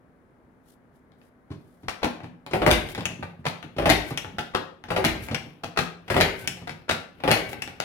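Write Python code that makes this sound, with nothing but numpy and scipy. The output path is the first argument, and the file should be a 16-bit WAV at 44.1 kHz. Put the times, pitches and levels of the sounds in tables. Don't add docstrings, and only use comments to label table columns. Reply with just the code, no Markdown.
import sys
import numpy as np
from scipy import signal
from scipy.fft import rfft, irfft, next_fast_len
from scipy.io import wavfile

SR = 44100
rng = np.random.default_rng(int(sys.argv[2]) if len(sys.argv) > 2 else 0)


def materialize(psi):
    bounded = np.clip(np.atleast_2d(psi).T, -1, 1)
    quanta = np.round(bounded * 32767).astype(np.int16)
    wavfile.write(sys.argv[1], SR, quanta)


N = 345744
T = np.arange(int(.7 * SR)) / SR

# start_s, level_db, extra_thump_db, hardness_db, housing_pitch_hz
DIE_STOPS = [(2.713, -11.5, 9, 3, 400), (3.9, -7.5, 4.5, -1.5, 450), (5.049, -11.5, 8.5, -1.5, 357),
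             (6.21, -8.5, 0.5, -2, 1590), (7.314, -8, 2, -2, 523)]
# start_s, level_db, extra_thump_db, hardness_db, housing_pitch_hz
LEVER_BITES = [(2.534, -13, 0.5, 2, 714), (2.618, -13, 3, -5, 533), (2.664, -7, 4, 5.5, 356),
               (3.784, -15.5, 3.5, 0, 450), (3.822, -19, 2, -5, 523), (3.857, -8.5, 1, 3.5, 555),
               (4.904, -16, 0.5, 3, 527), (4.963, -12, -3.5, 2.5, 550), (6.101, -15, 3, 8, 460),
               (6.143, -16, 2.5, 2, 840), (6.165, -10, 0, 3.5, 540), (7.237, -15.5, -2, -0.5, 800),
               (7.277, -10, -0.5, 2.5, 600)]
# start_s, edge_level_db, flat_delay_s, flat_level_db, hardness_db, housing_pitch_hz
SEAT_DROPS = [(2.03, -16, 0.012, -13.5, -4, 960), (3.453, -22, .01, -15.5, -1.5, 1130),
              (4.547, -14, .007, -21.5, -6, 1150), (5.773, -13.5, .014, -12.5, 0, 1290),
              (6.892, -14, .019, -17.5, 1, 1400)]
# start_s, level_db, extra_thump_db, hardness_db, housing_pitch_hz
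CORNER_TOUCHES = [(1.883, -21, -7.5, 0, 1050), (3.226, -23, 2.5, -10.5, 1210),
                  (4.384, -19, -1.5, -0.5, 1440), (5.635, -23, 0.5, -0.5, 1370), (6.673, -27, -1, -2, 1400),
                  (6.694, -25.5, 2.5, 0, 1400), (7.801, -19, -9, 3, 1390)]
# start_s, level_db, extra_thump_db, hardness_db, spring_pitch_hz
SPRING_CLICKS = [(3.055, -24, 3, -1, 6650), (4.175, -28.5, -5, 2.5, 5530), (5.346, -21.5, -12, -7.5, 5350),
                 (6.475, -28.5, 3.5, 7.5, 5400), (7.621, -30, -6, 1.5, 5500)]
# start_s, level_db, hardness_db
LIGHT_TICKS = [(1.118, -55, 15), (1.215, -47, 8), (2.202, -26, -10), (2.242, -28.5, 2), (2.464, -24.5, 12),
               (2.888, -33, 19), (2.949, -21, 12), (3.007, -22.5, 11.5), (3.627, -26, 6.5),
               (4.246, -20.5, -5), (4.839, -26, 6), (5.285, -20, 4), (6.08, -24, 6), (6.57, -32.5, 9),
               (7.201, -27, -1.5), (7.53, -19, 6.5), (7.675, -22, 4)]
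# start_s, level_db, hardness_db
SOFT_THUDS = [(1.504, -28, -20), (1.515, -36.5, -5), (1.832, -38, -11), (2.233, -32.5, -9.5),
              (2.511, -37, 3), (2.978, -28.5, 0.5), (3.101, -33.5, -4.5), (3.189, -31.5, -24),
              (3.39, -39.5, -28), (3.64, -35.5, -10), (3.765, -31.5, -4), (4.107, -26, -4),
              (4.273, -36, -13), (4.331, -41, -20), (4.885, -39, 3), (5.151, -31, -4.5), (5.312, -24.5, -5),
              (5.465, -38.5, -21), (6.443, -45, 1), (6.616, -36.5, -8), (7.55, -54, -19)]
# middle_s, half_width_s, level_db
BRUSHES = [(0.703, 0.068, -64), (0.97, 0.054, -76), (1.242, 0.066, -69), (1.723, 0.24, -72.5)]

# pitch_hz, level_db (per hertz)
CUT_COLOUR = [(180, -10.5), (300, -2.5), (385, -6), (634, 5.5), (1210, -3), (1360, -2), (2210, 9.5),
              (3080, 3), (4990, -12.5), (7200, -22), (10200, -23.5), (15000, -23.5), (16000, -40)]
# pitch_hz, level_db (per hertz)
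BITE_COLOUR = [(180, -29.5), (300, 1.5), (433, 3), (574, 8.5), (856, -1.5), (978, -1.5), (1390, -5),
               (1560, -9.5), (1780, -12.5), (2740, -12), (6410, -34), (7320, -35), (10200, -36.5),
               (16000, -39)]
# pitch_hz, level_db (per hertz)
SEAT_COLOUR = [(180, -20.5), (300, -16.5), (624, -11.5), (856, -11), (1030, -23.5), (1340, -18),
               (1640, -17.5), (2520, -4), (2700, 3.5), (4670, -19), (7200, -29), (10400, -34.5),
               (15000, -38), (16000, -39)]
# pitch_hz, level_db (per hertz)
RETURN_COLOUR = [(180, -14), (300, -7), (480, -14), (720, -1), (1000, -10.5), (1450, -7), (2000, -3.5),
                 (2850, 2), (4000, -14.5), (5000, -15), (5600, -9), (6500, -11), (9000, -16.5),
                 (15500, -24)]
# pitch_hz, level_db (per hertz)
TICK_COLOUR = [(180, -18), (300, -1.5), (1580, -2), (2320, 3.5), (2650, 9.5), (2980, 7.5), (4670, -20.5),
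               (8500, -33), (10700, -36), (16000, -36)]
# pitch_hz, level_db
THUD_COLOUR = [(150, -7.0), (350, 2.0), (700, 1.5), (1500, -7.5), (4000, -12.5), (14000, -38.5)]
# pitch_hz, level_db (per hertz)
GRIP_COLOUR = [(24, -44.5), (40, -7), (104, -2), (167, -7), (542, -13), (965, -22), (2150, -21),
               (2630, -16), (7170, -44), (14500, -36.5), (16000, -43)]
# pitch_hz, level_db (per hertz)
HISS_COLOUR = [(1500, -37), (3000, -3), (6000, -6), (10000, -5.5), (14000, -5.5), (16000, -13)]
# pitch_hz, level_db (per hertz)
AIR_COLOUR = [(20, -18), (60, -12), (110, -10), (200, -9.5), (390, -13), (560, -15.5), (1000, -20),
              (1600, -22.5), (2200, -29), (2700, -38), (5000, -47), (9000, -49), (16000, -52)]

# pitch_hz, level_db, t60_s (time to fall by 60 dB)
DIE_MODES = [(395, 7.5, 0.043), (1540, -11.5, 0.96), (2044, 3, 0.21), (2020, -10, 0.37), (2254, -4, 0.83),
             (2400, -0.5, 0.13), (2890, 3.5, 0.2)]
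# pitch_hz, level_db, t60_s
LEVER_MODES = [(388, 3, 0.47), (516, -19.5, 0.044), (596, 3.5, 0.14), (732.8, 4.5, 0.18),
               (819.4, 6.5, 0.15), (1940, -1, 0.097)]
# pitch_hz, level_db, t60_s
SHELL_MODES = [(546, 0, 0.17), (724, 11.5, 0.051), (839, 12.5, 0.1), (923, -19, 0.028), (1420, 0, 0.059),
               (1570, -52, .12)]
# pitch_hz, level_db, t60_s
SPRING_MODES = [(2870, 14, 0.099), (2900, 7, 0.18), (5460, -9, 0.16), (6530, -9, 0.2), (7900, -4, 0.2),
                (10000, -20, 0.36)]
# pitch_hz, level_db, t60_s
TABLE_MODES = [(43.8, -22.5, 0.77), (56, -14, 0.49), (86, -12.5, 0.39), (104, 0.5, 0.095), (120.5, 7, 0.03),
               (165.4, 0.5, 0.12), (191, -6.5, 0.068), (218.3, -9.5, 0.16), (260, -2.5, 0.086),
               (328.7, -0.5, 0.11)]
# pitch_hz, level_db, t60_s
MAT_MODES = [(97, 0, 0.16), (135, -0.5, 0.2), (156.8, -4.5, 0.22), (175.8, -6.5, 0.5), (231, -1, 0.19),
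             (296, 3.5, 0.063), (373, -12.5, 0.24)]

# pitch_hz, t60_s
ROOM_DECAY = [(60, 0.081), (250, 0.54), (700, 0.46), (2000, 0.42), (5000, 0.38), (14000, 0.29)]
# pitch_hz, likeness (1 = the same)
STEREO_LIKENESS = [(100, 0.94), (250, 0.45), (500, 0.93), (1000, 0.093), (3000, 0.015)]
# pitch_hz, level_db
RIGHT_PORT_TONE = [(200, .5), (500, -1), (1000, -4), (2500, -6), (5000, -7.5), (7000, -14.5), (8100, -12.5),
                   (9200, -4), (10300, 3.5), (13000, -7), (16000, -4)]


def cutting(break_lead_s=0.0064, break_db=-0.5, break_hardness_db=-10, break_hz=400):
    contacts = []
    for start_s, db, thump_db, hardness_db, hz in DIE_STOPS:
        contacts.append((start_s - break_lead_s, db + break_db, thump_db,
                         hardness_db + break_hardness_db, break_hz))
        contacts.append((start_s, db, thump_db, hardness_db, hz))
    return clacks(contacts, CUT_COLOUR, DIE_MODES, TABLE_MODES,
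                  knock_db=-14.5, clack_db=-13, crack_db=-10.5, ring_db=-22.5, thump_db=-24.5,
                  knock_t60=0.031, clack_t60=0.097, crack_t60=0.025,
                  spike=8.5, grain_db=2.5, hollow=0.85, wet_db=0.0, detune=.014)


def biting(settle_s=.012, settle_db=-3, settle_thump_db=3, settle_hardness_db=-9):
    contacts = []
    for start_s, db, thump_db, hardness_db, hz in LEVER_BITES:
        contacts.append((start_s, db, thump_db, hardness_db, hz))
        contacts.append((start_s + settle_s, db + settle_db, thump_db + settle_thump_db,
                         hardness_db + settle_hardness_db, hz))
    return clacks(contacts, BITE_COLOUR, LEVER_MODES, TABLE_MODES,
                  knock_db=-14.0, clack_db=-15.5, crack_db=-27.5, ring_db=-18.0, thump_db=-20,
                  knock_t60=0.064, clack_t60=0.061, crack_t60=0.14,
                  spike=6.6, grain_db=1, hollow=0.21, wet_db=-2.5)


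def seating(graze_lead_s=0.01, graze_db=-19, graze_hardness_db=-9, edge_thump_db=-15.5):
    contacts = list(CORNER_TOUCHES)
    for start_s, edge_db, delay_s, flat_db, hardness_db, hz in SEAT_DROPS:
        contacts.append((start_s - graze_lead_s, edge_db + graze_db, edge_thump_db, graze_hardness_db, hz))
        contacts.append((start_s, edge_db, edge_thump_db, hardness_db, hz))
        contacts.append((start_s + delay_s, flat_db, 0, hardness_db, hz))
    return clacks(contacts, SEAT_COLOUR, SHELL_MODES, MAT_MODES,
                  knock_db=-8.5, clack_db=-6, crack_db=-13.5, ring_db=-22, thump_db=-19.0,
                  knock_t60=0.049, clack_t60=0.063, crack_t60=0.11,
                  spike=3.3, grain_db=5.5, hollow=2.35, wet_db=-4.0, sharpness=4.9, detune=0.028)


def spring_return():
    return clacks(SPRING_CLICKS, RETURN_COLOUR, SPRING_MODES, MAT_MODES,
                  knock_db=-10.5, clack_db=0.5, crack_db=-8, ring_db=-15, thump_db=-19.0,
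                  knock_t60=0.083, clack_t60=0.047, crack_t60=0.035,
                  spike=8.6, grain_db=1.5, hollow=0.98, wet_db=-5.5, detune=0.0031)


def ticking(housing_hz=700):
    contacts = [(start_s, db, 0, hardness_db, housing_hz) for start_s, db, hardness_db in LIGHT_TICKS]
    return clacks(contacts, TICK_COLOUR, SHELL_MODES, MAT_MODES,
                  knock_db=-21, clack_db=-16.5, crack_db=-24, ring_db=-23, thump_db=-26.5,
                  knock_t60=0.046, clack_t60=0.033, crack_t60=.03,
                  spike=3, grain_db=6.5, hollow=0.37, wet_db=-2.0)


def thuds(thump_db=-7, knock_db=-5, knock_t60=0.15, wet_db=-5):
    track = np.zeros((2, N))
    dull = causal(THUD_COLOUR)
    for start_s, db, hardness_db in SOFT_THUDS:
        burst = rng.standard_normal(len(T)) * fade(knock_t60)
        knock = unit_attack(signal.fftconvolve(burst, dull)[:len(T)])
        add(track, start_s, amp(db + thump_db) * ring(MAT_MODES, attack_s=0.0053, detune=0.03))
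        add(track, start_s, amp(db + hardness_db + knock_db) * knock)
    return in_room(track, wet_db)


def rubbing(grain_db=3, grains_per_s=150):
    points = np.arange(N) / SR * grains_per_s
    catches = unit(amp(grain_db * np.interp(points, np.arange(N), rng.standard_normal(N))))
    drag = sum(swell(start_s - .07, .1, -66) for start_s, *_ in SEAT_DROPS)
    hiss = sum(swell(*row) for row in BRUSHES)
    for start_s, *_ in DIE_STOPS:
        drag += swell(start_s - 0.035, 0.15, -48.5)
        drag += swell(start_s + 0.21, 0.24, -44.5)
        drag += swell(start_s + 0.48, 0.18, -58.5)
        hiss += swell(start_s + 0.2, .05, -47.5)
    return catches * (drag * rush(GRIP_COLOUR) + hiss * rush(HISS_COLOUR))


def room_tone(air_db=-59.5, hum_hz=251, hum_db=-68, wander=0.023):
    drift = wander * np.cumsum(rng.standard_normal(N))
    hum = unit(np.sin(2 * np.pi * hum_hz * np.arange(N) / SR + drift))
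    return amp(air_db) * rush(AIR_COLOUR) + amp(hum_db) * hum


def clacks(contacts, colour, modes, support, knock_db, clack_db, crack_db, ring_db, thump_db,
           knock_t60, clack_t60, crack_t60, spike, grain_db, hollow, wet_db,
           detune=0.0131, apart=0.96, sharpness=5):
    track = np.zeros((2, N))
    size = SR // 6
    colouring = causal(colour)[None]
    ranges = (1700, "low"), ([1700, 4600], "band"), (4200, "high")
    bands = [signal.butter(3, hz, kind, fs=SR, output="sos") for hz, kind in ranges]
    for start_s, db, extra_thump_db, hardness_db, resonance_hz in contacts:
        grain_levels = np.repeat(rng.standard_normal(size // 40), SR // 1000)[:size]
        grains = unit(amp(grain_db * grain_levels))
        rattle = grains * (rng.standard_normal(size) + apart * rng.standard_normal((2, size)))
        rattle[:, 0] = spike
        rattle = signal.fftconvolve(rattle, colouring, axes=1)[:, :size]
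        peak_filter = signal.iirpeak(resonance_hz, sharpness, fs=SR)
        rattle = rattle + hollow * signal.lfilter(*peak_filter, rattle)
        shares_db = knock_db, clack_db + hardness_db / 2, crack_db + hardness_db
        for band, share_db, t60 in zip(bands, shares_db, (knock_t60, clack_t60, crack_t60)):
            burst = unit_attack(signal.sosfilt(band, rattle) * fade(t60)[:size])
            add(track, start_s, amp(db + share_db) * burst)
        struck_part = ring(modes, attack_s=0.00056, detune=detune)
        thump = ring(support, attack_s=0.0051, detune=0.038)
        add(track, start_s, amp(db + ring_db) * struck_part)
        add(track, start_s, amp(db + extra_thump_db + thump_db) * thump)
    return in_room(track, wet_db)


def ring(modes, attack_s, detune, scatter_db=2, wander=.055):
    hz, db, t60 = np.transpose(modes)[:, :, None]
    scatter, shift, polarity = rng.standard_normal((3, len(modes), 1))
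    t = T[:SR // 3]
    steps = rng.standard_normal((len(modes), len(t)))
    drift = wander * np.cumsum(steps, axis=1) * np.sqrt(hz / 1000)
    level = np.sign(polarity) * amp(db + scatter_db * scatter)
    decay = np.exp(-np.log(1000) * t / t60)
    tones = level * decay * np.sin(2 * np.pi * hz * (1 + detune * shift) * t + drift)
    return unit_attack(tones.sum(0) * (1 - np.exp(-t / attack_s)))


def in_room(x, wet_db, build_s=0.0016, early_db=-15, count=6):
    delays_s = np.array([[0], [5 / SR]])
    out = filtered(x, lambda hz: np.exp(-2j * np.pi * hz * delays_s))
    for start in range(0, N, SR // 5):
        part = x[:, start:start + SR // 5]
        if np.abs(part).max() > 1e-6:
            hz, t, z = signal.stft(diffuse(len(T)), SR, nperseg=256)
            decay = np.exp(-np.log(1000) * t / along(ROOM_DECAY, hz)[:, None])
            tail = signal.istft(z * decay, SR, nperseg=256)[1][:, :len(T)]
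            tail *= 1 - np.exp(-(T / build_s) ** 2)
            tail /= np.linalg.norm(tail[0])
            paths = rng.integers(SR // 300, SR // 45, count) + rng.integers(-6, 7, (2, count))
            tail[[[0], [1]], paths] += amp(early_db) * rng.choice([-1, 1], count)
            add(out, start / SR, amp(wet_db) * signal.fftconvolve(part, tail, axes=1))
    return out


def rush(colour):
    return unit(filtered(diffuse(N), lambda hz: amp(along(colour, hz))))


def diffuse(size):
    def mid_and_side(hz):
        angle = np.arccos(np.clip(along(STEREO_LIKENESS, hz), -1, 1)) / 2
        return np.array([np.cos(angle), np.sin(angle)])
    mid, side = filtered(rng.standard_normal((2, size)), mid_and_side)
    return np.array([mid + side, mid - side])


def swell(middle_s, half_width_s, db):
    return amp(db) * np.exp(-2 * ((np.arange(N) / SR - middle_s) / half_width_s) ** 2)


def causal(points, size=1024):
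    level_db = np.maximum(along(points, np.fft.rfftfreq(size, 1 / SR)), -100)
    cepstrum = irfft(np.log(amp(level_db)))
    cepstrum[1:size // 2] *= 2
    cepstrum[size // 2 + 1:] = 0
    return irfft(np.exp(rfft(cepstrum)))


def filtered(x, response):
    n = x.shape[-1]
    m = next_fast_len(n + 2048, True)
    return irfft(rfft(x, m) * response(np.fft.rfftfreq(m, 1 / SR)), m)[..., :n]


def along(points, hz):
    f, v = np.transpose(points)
    return np.interp(np.log(hz + 1), np.log(f + 1), v)


def fade(t60):
    return np.exp(-np.log(1000) * T / t60)


def unit_attack(x):
    return x / np.sqrt(np.mean(x[..., :SR // 50] ** 2) + 1e-20)


def unit(x):
    return x / np.sqrt(np.mean(x ** 2) + 1e-20)


def amp(db):
    return 10 ** (np.asarray(db) / 20)


def add(track, start_s, sound):
    part = track[:, round(start_s * SR):][:, :sound.shape[-1]]
    part += sound[..., :part.shape[1]]


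def scene():
    punch = cutting() + biting() + seating() + spring_return() + ticking()
    return punch + thuds() + rubbing() + room_tone()


def record(dry, gain_db=1.5, ceiling=.95, low_hz=30, top_hz=15900):
    right = signal.fftconvolve(dry[1], causal(RIGHT_PORT_TONE))[:N]
    ports = amp(gain_db) * np.array([dry[0], right])
    rounded = ports / (1 + np.abs(ports / ceiling) ** 6) ** (1 / 6)

    def band_limits(hz):
        bass_cut = hz ** 2 / np.hypot(hz ** 2, low_hz ** 2)
        return bass_cut / np.sqrt(1 + (hz / top_hz) ** 160)
    return filtered(rounded, band_limits)


dry = scene()
out = record(dry)
materialize(out)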